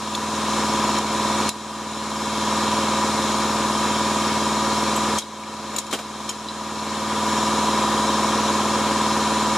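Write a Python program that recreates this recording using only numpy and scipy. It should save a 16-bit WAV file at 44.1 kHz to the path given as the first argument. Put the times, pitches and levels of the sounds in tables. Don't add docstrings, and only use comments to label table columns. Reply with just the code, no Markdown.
import sys
import numpy as np
from scipy import signal
from scipy.fft import rfft, irfft, next_fast_len
from scipy.io import wavfile
from scipy.ndimage import uniform_filter1d

SR = 44100
rng = np.random.default_rng(int(sys.argv[2]) if len(sys.argv) > 2 else 0)


def gain_from_db(level_db):
    decades = np.asarray(level_db, float) / 20
    return 10 ** decades


def materialize(psi):
    bounded = np.clip(np.atleast_2d(psi).T, -1, 1)
    quanta = np.round(bounded * 32767).astype(np.int16)
    wavfile.write(sys.argv[1], SR, quanta)


N = 422037
EDGE_HZ = 14250

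# centre in Hz, width in Hz, height in dB.
CASING_MODES = [(541, 34, 11.5), (993.6, 37, 12.5), (1130, 40, -2.5)]


def unit(x):
    return x / np.sqrt(np.mean(x ** 2) + 1e-20)


def along(points, hz):
    f, v = np.transpose(points)
    return np.interp(np.log(hz + 1), np.log(f + 1), v)


def bumps(modes, hz):
    return sum(db / (1 + (2 * (hz - centre_hz) / width) ** 2) for centre_hz, width, db in modes)


def wobble(rate, count):
    knots = rng.standard_normal((count, int(N * rate / SR) + 2))
    at = np.arange(N) * rate / SR
    return np.array([np.interp(at, np.arange(len(k)), k) for k in knots])


def filtered(x, response):
    m = next_fast_len(x.shape[-1] + 8192)
    return irfft(rfft(x, m) * response(np.fft.rfftfreq(m, 1 / SR)), m)[..., :x.shape[-1]]


def stereo(mid, other):
    # frequency in Hz, side minus mid in dB.
    apart = [(60, -53), (110, -67), (200, -81), (370, -18.5), (690, -28), (1270, -23), (2340, -22),
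             (4300, -6.5), (7910, -3.5), (14600, 4.5)]
    # frequency in Hz, left minus right in dB.
    lean = [(60, 0), (240, 0), (370, -.5), (930, 0), (2300, .4), (4500, 2), (9000, .7), (14600, .5)]
    # frequency in Hz, phase by which left leads in radians.
    lead = [(2840, 0), (3100, -0.85), (4130, 0.93), (4390, -2), (4740, 0.76), (5940, -0.63), (6370, 0.27),
            (14700, 1)]
    side = filtered(other, lambda hz: gain_from_db(along(apart, hz) - 2.7 * (hz > 2500) - 15 * (hz < 250)))
    half = np.array([[.5], [-.5]])
    paths = lambda hz: gain_from_db(half * along(lean, hz)) * np.exp(1j * half * along(lead, hz))
    return filtered(np.array([mid + side, mid - side]), paths)


def gain_db():
    # start in seconds, gain in dB.
    ducks = [
        (-.05, -7),
        (.986, -3),
        (1.491, -12),
        (5.182, -15),
        (5.785, -13),
        (5.928, -12.5),
        (6.292, -12),
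    ]
    t = np.arange(N) / SR
    hold = .05
    ramps = [np.where(t >= s, np.clip(db + 12 * (t - s - hold), db, 0), 0) for s, db in ducks]
    keep = np.exp(-1 / (0.004 * SR))
    return signal.lfilter([1 - keep], [1, -keep], np.min(ramps, 0), zi=[ducks[0][1]])[0]


def mains_hum():
    # frequency in Hz, level in dB rms.
    mains = [(120, -62)]
    t = np.arange(N) / SR
    return sum(gain_from_db(db + 12.5) * np.sin(2 * np.pi * hz * t) for hz, db in mains)


def rushing_air():
    # frequency in Hz, level in dB per Hz.
    air_colour = [(25, -53), (55, -52), (80, -40), (190, -22), (280, -18), (750, -18.5), (1000, -11),
                  (2060, -18), (3840, -12.5), (4600, -14.5), (6970, -17), (11700, -31.5), (13300, -49),
                  (14200, -56)]
    z = signal.stft(rng.standard_normal((2, N)), nperseg=512)[2]
    field = rng.standard_normal(z.shape[1:])
    field = uniform_filter1d(uniform_filter1d(field, 6, 0), 12, 1)
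    air = signal.istft(z * gain_from_db(0.83 * unit(field)), nperseg=512)[1][:, :N]
    return unit(filtered(air, lambda hz: gain_from_db(along(air_colour, hz) + 1.02 * bumps(CASING_MODES, hz))))


def belt_slap(turns):
    # frequency in Hz, level in dB per Hz.
    slap_colour = [(50, -59), (90, -22), (180, -35), (260, -12.5), (550, -15), (750, -14), (980, -10.5),
                   (1390, -13.5), (1800, -15.5), (2400, -43.5)]
    lap = rng.standard_normal((2, 16384))
    belt_turns = 8
    place = (turns / belt_turns % 1 * lap.shape[1]).astype(int)
    return unit(filtered(lap[:, place], lambda hz: gain_from_db(along(slap_colour, hz) + 0.52 * bumps(CASING_MODES, hz))))


def ticks():
    # start in seconds, peak in dB, ring in Hz, second ring in Hz, t60 in seconds.
    touches = [
        (0.149, -10, 3470, 4300, 0.02),
        (1.495, -22, 4030, 7000, .12),
        (4.8994, -25, 7560, 8200, .03),
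        (4.9624, -17.5, 7840, 11700, .06),
        (5.186, -19, 3330, 3940, 0.12),
        (5.2214, -26, 3800, 3530, 0.067),
        (5.434, -33, 2360, 2570, .06),
        (5.764, -28, 11700, 8300, .07),
        (6.2934, -22, 3100, 5450, 0.09),
        (6.4852, -20.5, 3970, 4870, 0.057),
    ]
    out, t = np.zeros(N + SR), np.arange(SR // 4) / SR
    quiet_db = gain_db()
    for s, db, ring_hz, second_hz, t60 in touches:
        shake = np.cumsum(rng.normal(0, 0.079, (2, len(t))), axis=1)
        first = np.sin(2 * np.pi * ring_hz * t + shake[0])
        second = gain_from_db(-9.5) * np.sin(2 * np.pi * second_hz * t + shake[1])
        at = round(s * SR)
        fade = gain_from_db(db - 4 - quiet_db[at] - 60 * t / t60) * (1 - np.exp(-t / 0.0004))
        out[at:at + len(t)] += fade * (first + second)
    return out[:N]


def knocks():
    # frequency in Hz, level in dB.
    plier_modes = [(3300, 0), (3900, 2), (5400, -7), (7000, -2), (8100, 7), (9800, -3), (11700, -14)]
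    # frequency in Hz, level in dB.
    bench_colour = [(60, -50), (150, -18), (280, 1), (450, 0.5), (850, -5), (1200, -4), (2500, -13),
                    (5000, -27)]
    # frequency in Hz, level in dB.
    crack_colour = [(800, -24), (2400, -4), (4000, 2.5), (7000, 1), (10000, -5), (12500, -14), (14000, -16),
                    (15500, -30)]
    # start in seconds, peak in dB, ring in Hz, t60 in seconds, left minus right in dB.
    clicks = [
        (0.1516, -20, 6900, 0.028, -.5),
        (1.4906, -10, 3840, .08, -.5),
        (1.4914, -8.5, 7900, 0.016, 0),
        (5.1848, -10.5, 6420, 0.083, 4),
        (5.7626, -21, 7100, 0.044, 7),
        (5.785, -12.5, 6900, 0.07, 4),
        (5.866, -32, 7100, 0.066, 4),
        (5.911, -27, 3980, 0.12, 9),
        (6.292, -16.5, 6860, 0.088, 4),
    ]
    # start in seconds, peak in dB, ring in Hz, t60 in seconds, thud in dB.
    thuds = [
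        (0.985, -21, 6900, 0.037, -4),
        (5.738, -33, 1500, .1, 1),
        (5.9268, -18, 3220, 0.068, -0.5),
        (5.934, -19, 2960, .08, 1.5),
        (5.9463, -29.5, 4500, 0.1, 2),
        (5.9882, -28, 3150, 0.098, 2.5),
    ]
    # 0.5 dB to the left, snap up to 7500 Hz
    contacts = [(*row, -18, 11900) for row in clicks]
    contacts += [(*row, 0.5, thud_db, 7500) for *row, thud_db in thuds]
    out, t = np.zeros((2, N + SR)), np.arange(SR // 4) / SR
    quiet_db = gain_db()
    fade = lambda life: gain_from_db(-60 * t / np.clip(life, .004, .5)) * (1 - np.exp(-t / 0.00028))
    for s, db, ring_hz, t60, pan_db, thud_db, top_hz in contacts:
        noise = rng.standard_normal((5, len(t)))
        own = unit(filtered(noise[0], lambda hz: 1 / (1 + ((hz - ring_hz) / 250) ** 2)))
        thud = unit(filtered(noise[1], lambda hz: gain_from_db(along(bench_colour, hz))))
        crack, *wash = unit(filtered(noise[2:], lambda hz: gain_from_db(along(crack_colour, hz)) * (hz < EDGE_HZ)))
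        snap = filtered(noise[2], lambda hz: hz ** 2 / (hz ** 2 + 2000 ** 2) / (1 + (hz / top_hz) ** 4))
        modes = 0
        for hz, level in plier_modes:
            modes = modes + gain_from_db(level + rng.normal(0, 2.7)) * np.sin(2 * np.pi * hz * rng.normal(1, 0.032) * t)
        near = 0.55 * own * fade(t60) + 0.099 * modes * fade(0.78 * t60)
        near = near + 0.99 * snap * fade(0.0098) + 0.51 * crack * fade(1.4 * t60)
        near = near + gain_from_db(thud_db) * thud * fade(1.46 * t60)
        heard = near * gain_from_db([[pan_db / 2], [-pan_db / 2]]) + gain_from_db(-10) * np.array(wash) * fade(2.5 * t60)
        at = round(s * SR)
        out[:, at:at + len(t)] += gain_from_db(db - 4.5 - quiet_db[at]) * heard
    return out[:, :N]


def orders():
    # multiple of the shaft, level in dB.
    bed = [(3, -45), (6, -28), (7, -19), (10, -25), (12, -14), (18, -13), (23, -19), (68, -20)]
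    strong = [4, 8, 11, 22, 28, 33, 36, 41, 43, 48, 58]
    strong_db = [-13, -14, 0, -15, -9, -16, -14.5, -17, -16, -21, -13]
    whines = [(50, .44), (61, .15)]
    k = np.arange(68 + 1)
    chance = rng.standard_normal((2, len(k)))
    high = k > 16
    db = np.interp(k, *np.transpose(bed)) + 3 * chance[0] * high
    db[strong] = strong_db
    late = np.where(high, chance[1], k * .665 + .33 * (k <= 8))
    size = gain_from_db(db) * np.exp(-2j * np.pi * late)
    slide = .11
    side = gain_from_db(-3.5)
    for (centre, at), whine_db, partner_db in zip(whines, [-2.5, -8], [-4, -9]):
        swell = np.array([side, 1, side]) * np.exp(2j * np.pi * np.array([at + slide, 0, slide - at]))
        size[centre - 1:centre + 2] = gain_from_db(whine_db) * swell
        size[centre + 3:centre + 6] = gain_from_db(whine_db + partner_db) * swell
    return k[:, None], size[:, None]


def shaft_tones(turns):
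    sway = wobble(2.5, count=11)
    k, size = orders()
    unsteady = sway[k[:, 0] % len(sway), ::10] * k / 50
    angle = (turns + .0014 * np.cos(2 * np.pi * turns / 4))[::10]
    tones = size * gain_from_db(0.72 * unsteady) * np.exp(1j * (2 * np.pi * k * angle + 0.32 * unsteady))
    return signal.resample_poly(tones.real.sum(0), 10, 1)[:N]


def blower():
    # time in seconds, speed in turns per second.
    shaft = [(0, 19.58), (3.9, 19.582), (8.5, 19.577), (9.6, 19.577)]
    turns = np.cumsum(np.interp(np.arange(N) / SR, *np.transpose(shaft))) / SR
    tones = gain_from_db(-26) * shaft_tones(turns) + mains_hum()
    echoed = np.array([tones, np.roll(tones, 333)])
    return stereo(*(echoed + gain_from_db(-30.0) * belt_slap(turns) + gain_from_db(-28) * rushing_air()))


def shaded(x):
    # time in seconds, echo delay in ms, openness in dB.
    worker = [(0, 4.3, -2), (1, 2.9, 0), (2, 3.46, -1.5), (2.8, 3.4, -0.5), (4.6, 3.2, -0.5),
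              (5.6, 1.44, -0.5), (6.2, 2.6, -1.5), (7.2, 4.2, -0.5), (8.3, 3.7, 1), (9.6, 4, 0)]
    # centre in Hz, share of the openness, level in dB.
    screened = [(388, 1.13, 0.5), (1130, 0.66, 0.15)]
    s, delay_ms, open_db = np.transpose(worker)
    t = np.arange(N) / SR
    late = np.arange(N) - np.interp(t, s, delay_ms) * SR / 1000
    echo = filtered(x, lambda hz: hz ** 2 / (hz ** 2 + 350 ** 2) / (1 + (hz / 2500) ** 4))
    x = x + gain_from_db(-23.0) * np.array([np.interp(late, np.arange(N), port) for port in echo])
    for centre_hz, share, db in screened:
        band = filtered(x, lambda hz: np.exp(-(np.log((hz + 1) / centre_hz) / 0.6) ** 2))
        x = x + (gain_from_db(db + share * np.interp(t, s, open_db)) - 1) * band
    return x


def scene():
    return filtered(shaded(blower()), lambda hz: hz < EDGE_HZ) + knocks() + ticks()


def low_pass(x):
    return signal.sosfilt(signal.butter(12, 15170, fs=SR, output="sos"), x)


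def record(dry):
    # centre in Hz, width in Hz, height in dB.
    housing = [(2204, 295, 6), (3150, 56, 9.5), (4136, 650, 4), (4300, 110, 1.5), (4540, 290, -10),
               (5105, 170, 5), (5425, 47, 8.5), (6985, 300, 5.5), (8760, 130, 4), (10280, 350, 4)]
    # centre in Hz, width in Hz, depth in dB.
    notches = [(2036, 45, -17), (3062, 60, -19), (4100, 35, -16), (5120, 60, -16), (6140, 60, -17)]
    heard = filtered(dry, lambda hz: gain_from_db(bumps(housing + notches, hz)) / (1 + (hz / 14500) ** 50))
    return low_pass(heard * gain_from_db(gain_db()))


dry = scene()
out = record(dry)
materialize(out)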